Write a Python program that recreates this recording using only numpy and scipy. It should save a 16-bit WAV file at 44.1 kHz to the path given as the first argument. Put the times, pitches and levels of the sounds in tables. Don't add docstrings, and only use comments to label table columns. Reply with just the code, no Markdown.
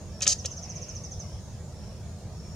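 import sys
import numpy as np
from scipy import signal
from scipy.fft import rfft, irfft
from scipy.io import wavfile
from scipy.ndimage import map_coordinates

SR = 44100
rng = np.random.default_rng(int(sys.argv[2]) if len(sys.argv) > 2 else 0)


def to_wav(s):
    ch = np.atleast_2d(s).T
    pcm = np.round(np.clip(ch, -1, 1) * 32767)
    wavfile.write(sys.argv[1], SR, pcm.astype(np.int16))


N = 112454
TIME = np.arange(N) / SR
FREQS = np.fft.rfftfreq(N, 1 / SR)


def from_db(db):
    return 10 ** (np.asarray(db) / 20)


def rms_one(x):
    return x / np.sqrt(np.mean(x ** 2) + 1e-20)


def pan(db):
    return from_db(np.array([[db], [-db]]) / 2)


def at_hz(points, hz):
    f, value = np.transpose(points)
    return np.interp(np.log(np.maximum(hz, 1)), np.log(f), value)


def band(x, low_hz, high_hz, order=2):
    return signal.sosfilt(signal.butter(order, [low_hz, high_hz], "band", fs=SR, output="sos"), x + 1e-18)


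def stereo(pair, likeness):
    return np.sqrt(1 + likeness) * pair[0] + np.sqrt(1 - likeness) * pair[1] * np.array([[1], [-1]])


def coloured(x, colour, resonances=()):
    peaks_db = sum(db / (1 + (2 * (FREQS - f) / width) ** 2) for f, width, db in resonances)
    return rms_one(irfft(rfft(x) * from_db(at_hz(colour, FREQS) + peaks_db), N))


def narrow_noise(hz, width_hz, likeness):
    noise = stereo(rng.standard_normal((2, N + SR)), likeness)
    return rms_one(band(noise, hz - width_hz / 2, hz + width_hz / 2)[:, SR:])


def delayed(x, delay_s):
    shift = np.exp(-2j * np.pi * np.fft.rfftfreq(2 * N, 1 / SR) * delay_s)
    return irfft(rfft(x, 2 * N) * shift)[:N]


# f/Hz, typical swing/dB
WAVER_DEPTH = [(200, .5), (400, 2), (1200, 3), (3000, 3.5), (5000, 2), (12000, 2.1)]

def waver(x, patch_s=.05, patch_hz=109.7):
    hz, times, cells = signal.stft(x, SR, nperseg=1024, noverlap=768)
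    chance = rng.standard_normal((600, 200))
    grid = np.meshgrid(hz / patch_hz, times / patch_s, indexing="ij")
    swell = rms_one(map_coordinates(chance, grid, order=3, mode="mirror"))
    gain = from_db(at_hz(WAVER_DEPTH, hz)[:, None] * swell)
    return signal.istft(cells * gain, SR, nperseg=1024, noverlap=768)[1][:, :N]


# f/Hz, relative level/dB
AIR_COLOUR = [(15, -50), (25, -19), (40, -12.5), (74, -2.5), (92, -1.5), (117, -5.5), (172, -7),
              (218, -15.5), (255, -23.5), (362, -20.5), (711, -23), (800, -27.5), (1500, -36.5),
              (3000, -41.5), (4700, -37), (5500, -35.5), (6900, -35), (7900, -43.5), (9100, -40.5),
              (10300, -48.5), (12500, -52.5), (15500, -57.5)]
# f/Hz, likeness (0 to 1)
AIR_SIDES_ALIKE = [(50, 1), (170, 0.93), (600, 0.9), (1500, 0.67), (4000, 0.14), (12000, 0.079)]
# f/Hz, width/Hz, level/dB
HUMS = [(86.54, 9.6, -48), (209.6, 11.7, -56.5), (494.2, 21, -63), (606.3, 33, -63.5)]

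def background():
    noise = rng.standard_normal((2, N))
    air = irfft(stereo(rfft(noise), at_hz(AIR_SIDES_ALIKE, FREQS)), N)
    air = from_db(-40.5) * coloured(waver(air), AIR_COLOUR)
    hums = sum(from_db(db) * narrow_noise(f, width, at_hz(AIR_SIDES_ALIKE, f)) for f, width, db in HUMS)
    return pan(-.74) * (air + hums)


# t/s, relative level/dB
RUMBLE_SWELLS = [(0.0, -48.5), (0.1, -38.5), (0.15, -43), (0.92, -46), (1.07, -40), (1.13, -41.5),
                 (1.19, -35.5), (1.22, -52), (1.26, -33), (1.3, -53), (1.34, -37), (1.4, -43), (2.04, -42),
                 (2.23, -45.5), (2.26, -41), (2.55, -42)]

def swell_rumble(x, top_hz=125):
    level_db = np.interp(TIME, *np.transpose(RUMBLE_SWELLS))
    deep = signal.sosfiltfilt(signal.butter(4, top_hz, fs=SR, output="sos"), x)
    return x + deep * (from_db(level_db - level_db.mean()) - 1)


# start t/s, length/s, f/Hz, width/Hz, level/dB
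DISTANT_CALLS = [(-.05, 0.16, 6560, 700, -57.5), (0.11, 0.29, 5460, 300, -54.5),
                 (0.446, 0.071, 2910, 400, -56), (0.632, 0.22, 2360, 915, -59),
                 (0.818, .17, 2590, 700, -60.5), (1.202, 0.075, 2750, 700, -65),
                 (1.19, 0.21, 5400, 400, -56.5), (1.347, 0.043, 3250, 302, -60.5),
                 (1.397, 0.15, 6370, 690, -58.5), (1.57, 0.14, 6960, 600, -61),
                 (1.73, .26, 5450, 280, -58.5), (1.8, 0.2, 2540, 900, -67), (2.027, 0.12, 6700, 600, -62),
                 (2.123, .13, 7150, 600, -68), (2.348, .1, 5480, 280, -57), (2.438, .2, 5450, 260, -56),
                 (2.45, .17, 6850, 700, -60.5)]

def far_birds(fade_s=.088):
    calls = 0
    for start, length, hz, width_hz, db in DISTANT_CALLS:
        swell = np.clip(np.minimum(TIME - start, start + length - TIME) / fade_s + .5, 0, 1)
        calls += from_db(db) * swell * narrow_noise(hz, width_hz, likeness=.37)
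    return calls


# delay/s, time to fade by 60 dB/s, level/dB
TREE_ECHOES = [(.009, .15, -4), (0.036, 1.0, -8)]

def trees(x):
    t = TIME[:SR]
    echoes = 0
    for delay_s, fade_s, db in TREE_ECHOES:
        tail = rng.standard_normal((2, SR)) * (t > delay_s) * from_db(-60 * t / fade_s)
        echoes += from_db(db) * rms_one(tail) / np.sqrt(SR)
    return signal.fftconvolve(x[None], echoes, axes=1)[:, :N]


# f/Hz, level change/dB
SCATTER_COLOUR = [(4700, -2), (5150, 4.5), (5450, 7), (5750, 1), (6020, -3), (6300, 5.5), (6800, 0.5)]

def colour_scatter(x):
    return irfft(rfft(x) * from_db(at_hz(SCATTER_COLOUR, FREQS)), N)


# start t/s, level/dB
SONG = [(.382, -39), (.443, -37.5), (0.5073, -38.5), (.5655, -38.5), (0.626, -39), (0.692, -38),
        (0.753, -38.5), (0.815, -38), (0.8837, -37.5), (0.951, -38.5), (1.0348, -39), (1.1115, -39.5),
        (1.193, -39)]
# progress (0 to 1), f/Hz
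CHIRP_FALL = [(0, 7050), (.1, 6530), (.22, 6170), (.36, 6000), (.48, 5980), (.62, 5680), (.78, 5350),
              (1, 4700)]
# progress (0 to 1), level change/dB
CHIRP_SHAPE = [(0, -12), (.12, -6), (.28, -5), (.41, 2), (.52, -7), (.62, 0), (.77, -17), (.9, -13),
               (1, -18)]

def near_bird(chirp_s=.025, fade_s=.00089, pitch_spread=.0054):
    song, scattered = np.zeros(N), np.zeros(N)
    for (start, db), detune in zip(SONG, rng.standard_normal(len(SONG))):
        t = TIME - start
        pitch = np.interp(t / chirp_s, *np.transpose(CHIRP_FALL)) * (1 + pitch_spread * detune)
        shape_db = np.interp(t / chirp_s, *np.transpose(CHIRP_SHAPE))
        fade = np.sin(np.pi / 2 * np.clip(np.minimum(t, chirp_s - t) / fade_s, 0, 1)) ** 2
        whistle = from_db(db) * fade * np.sqrt(2) * np.sin(2 * np.pi * np.cumsum(pitch) / SR)
        song += whistle * from_db(shape_db)
        scattered += whistle * from_db(.81 * shape_db)
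    ground_echo = from_db(-3.5) * delayed(song, delay_s=.0036)
    return pan(-2.5) * (song + ground_echo) + trees(colour_scatter(scattered))


# t/s, starting level/dB
SOFT_KNOCKS = [(.2670, -53), (0.4492, -33.5)]

def knocks(note_hz=524, ring_s=.051):
    sound = 0
    for start, db in SOFT_KNOCKS:
        age = np.maximum(TIME - start, 0)
        sound += from_db(db - 60 * age / ring_s) * np.sin(2 * np.pi * note_hz * age)
    return sound


# f/Hz, width/Hz, level change/dB
OBJECT_RESONANCES = [(562, 86, 9.5), (840, 43, 4.5), (1281, 102, 13.5), (1790, 105, 8.5), (2315, 58, 11.5),
                     (2540, 99, 10), (2990, 88, 4.5), (3140, 65, 8), (3900, 220, 5.5), (5120, 120, -12.5),
                     (5740, 140, 4), (6390, 180, 6)]

def friction(strokes, colour, attack_s, release_s, likeness, slips_per_s=5000):
    slips = (rng.random((2, N)) < slips_per_s / SR) * rng.choice([-1, 1], (2, N))
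    sizes = from_db(.5 * np.minimum(rng.exponential(1, (2, N)), 3))
    force = 0
    for start, length, db in strokes:
        rise = np.clip((TIME - start) / attack_s, 0, 1)
        fall = np.exp(-np.maximum(TIME - start - length, 0) / release_s)
        force += from_db(db) * rise * fall
    return force * coloured(stereo(slips * sizes, likeness), colour, OBJECT_RESONANCES)


# start t/s, length/s, level/dB
RUB_STROKES = [(.209, 0.033, -40.5), (.255, 0.014, -35.5), (.267, 0.0033, -28.5), (.272, 0.0047, -31.5),
               (.447, 0.0092, -40.5)]
# f/Hz, relative level/dB
RUB_TONE = [(200, -3.5), (500, -6.5), (1000, -17), (1700, -8.5), (2200, -11), (2700, -1.5), (3800, -1.5),
            (5000, -17.5), (8000, -20), (15000, -66)]

def rubs():
    return friction(RUB_STROKES, RUB_TONE, attack_s=.0005, release_s=.0021, likeness=.89)


# start t/s, length/s, level/dB
RUSTLE_STROKES = [(.2235, 0.0078, -23.5), (.236, 0.012, -34.5), (.266, 0.0053, -23.5), (.280, 0.052, -23.5),
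                  (.338, 0.025, -46.5), (.459, 0.0039, -31)]
# f/Hz, relative level/dB
RUSTLE_TONE = [(250, -77), (600, -18.5), (1000, -27), (1400, -38), (1800, -25.5), (2400, -27.5),
               (2950, -17.5), (3650, -18.5), (4900, 0), (5700, -4.5), (6500, -1), (7300, -7.5), (8100, -15),
               (10300, -22.5), (12000, -35), (15500, -41)]

def rustles():
    return friction(RUSTLE_STROKES, RUSTLE_TONE, attack_s=.00067, release_s=.0048, likeness=.7)


# t/s, level/dB, left over right/dB
SHARP_SNAPS = [(0.206, -27.5, 0), (0.2197, -17, 0), (0.2766, -3, 2), (0.4571, -15.5, 0.5)]
# delay from its listed time/s, level change/dB
BOUNCES = [(.0012, -14.5), (.0024, -6.5), (.0035, -4.5), (.0056, -32)]

def snaps(first_hit_s=.00084):
    click = signal.unit_impulse(SR // 50)
    ring = band(click, low_hz=5120, high_hz=7240, order=3)
    crack = band(click, low_hz=3930, high_hz=7860)
    snap = ring / np.abs(ring).max() + from_db(-2) * crack / np.abs(crack).max()
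    hits = np.zeros((2, N))
    for start, db, pan_db in SHARP_SNAPS:
        for delay_s, change_db in [(first_hit_s, 0)] + BOUNCES:
            hits[:, int(start * SR) + int(delay_s * SR)] += from_db(db + change_db) * pan(pan_db)[:, 0]
    return signal.fftconvolve(hits, snap[None], axes=1)[:, :N]


def handling():
    left, right = rustles() + rubs() + snaps() + knocks()
    direct = np.array([left, delayed(right, delay_s=.000022)])
    return direct + from_db(-18) * trees((left + right) / 2)


def scene():
    return handling() + near_bird() + far_birds() + swell_rumble(background())


def record(dry, cutoff_hz=15800):
    treble_cut = signal.ellip(10, .1, 80, cutoff_hz, fs=SR, output="sos")
    return signal.sosfilt(treble_cut, np.clip(dry, -1, 1))


dry = scene()
out = record(dry)
to_wav(out)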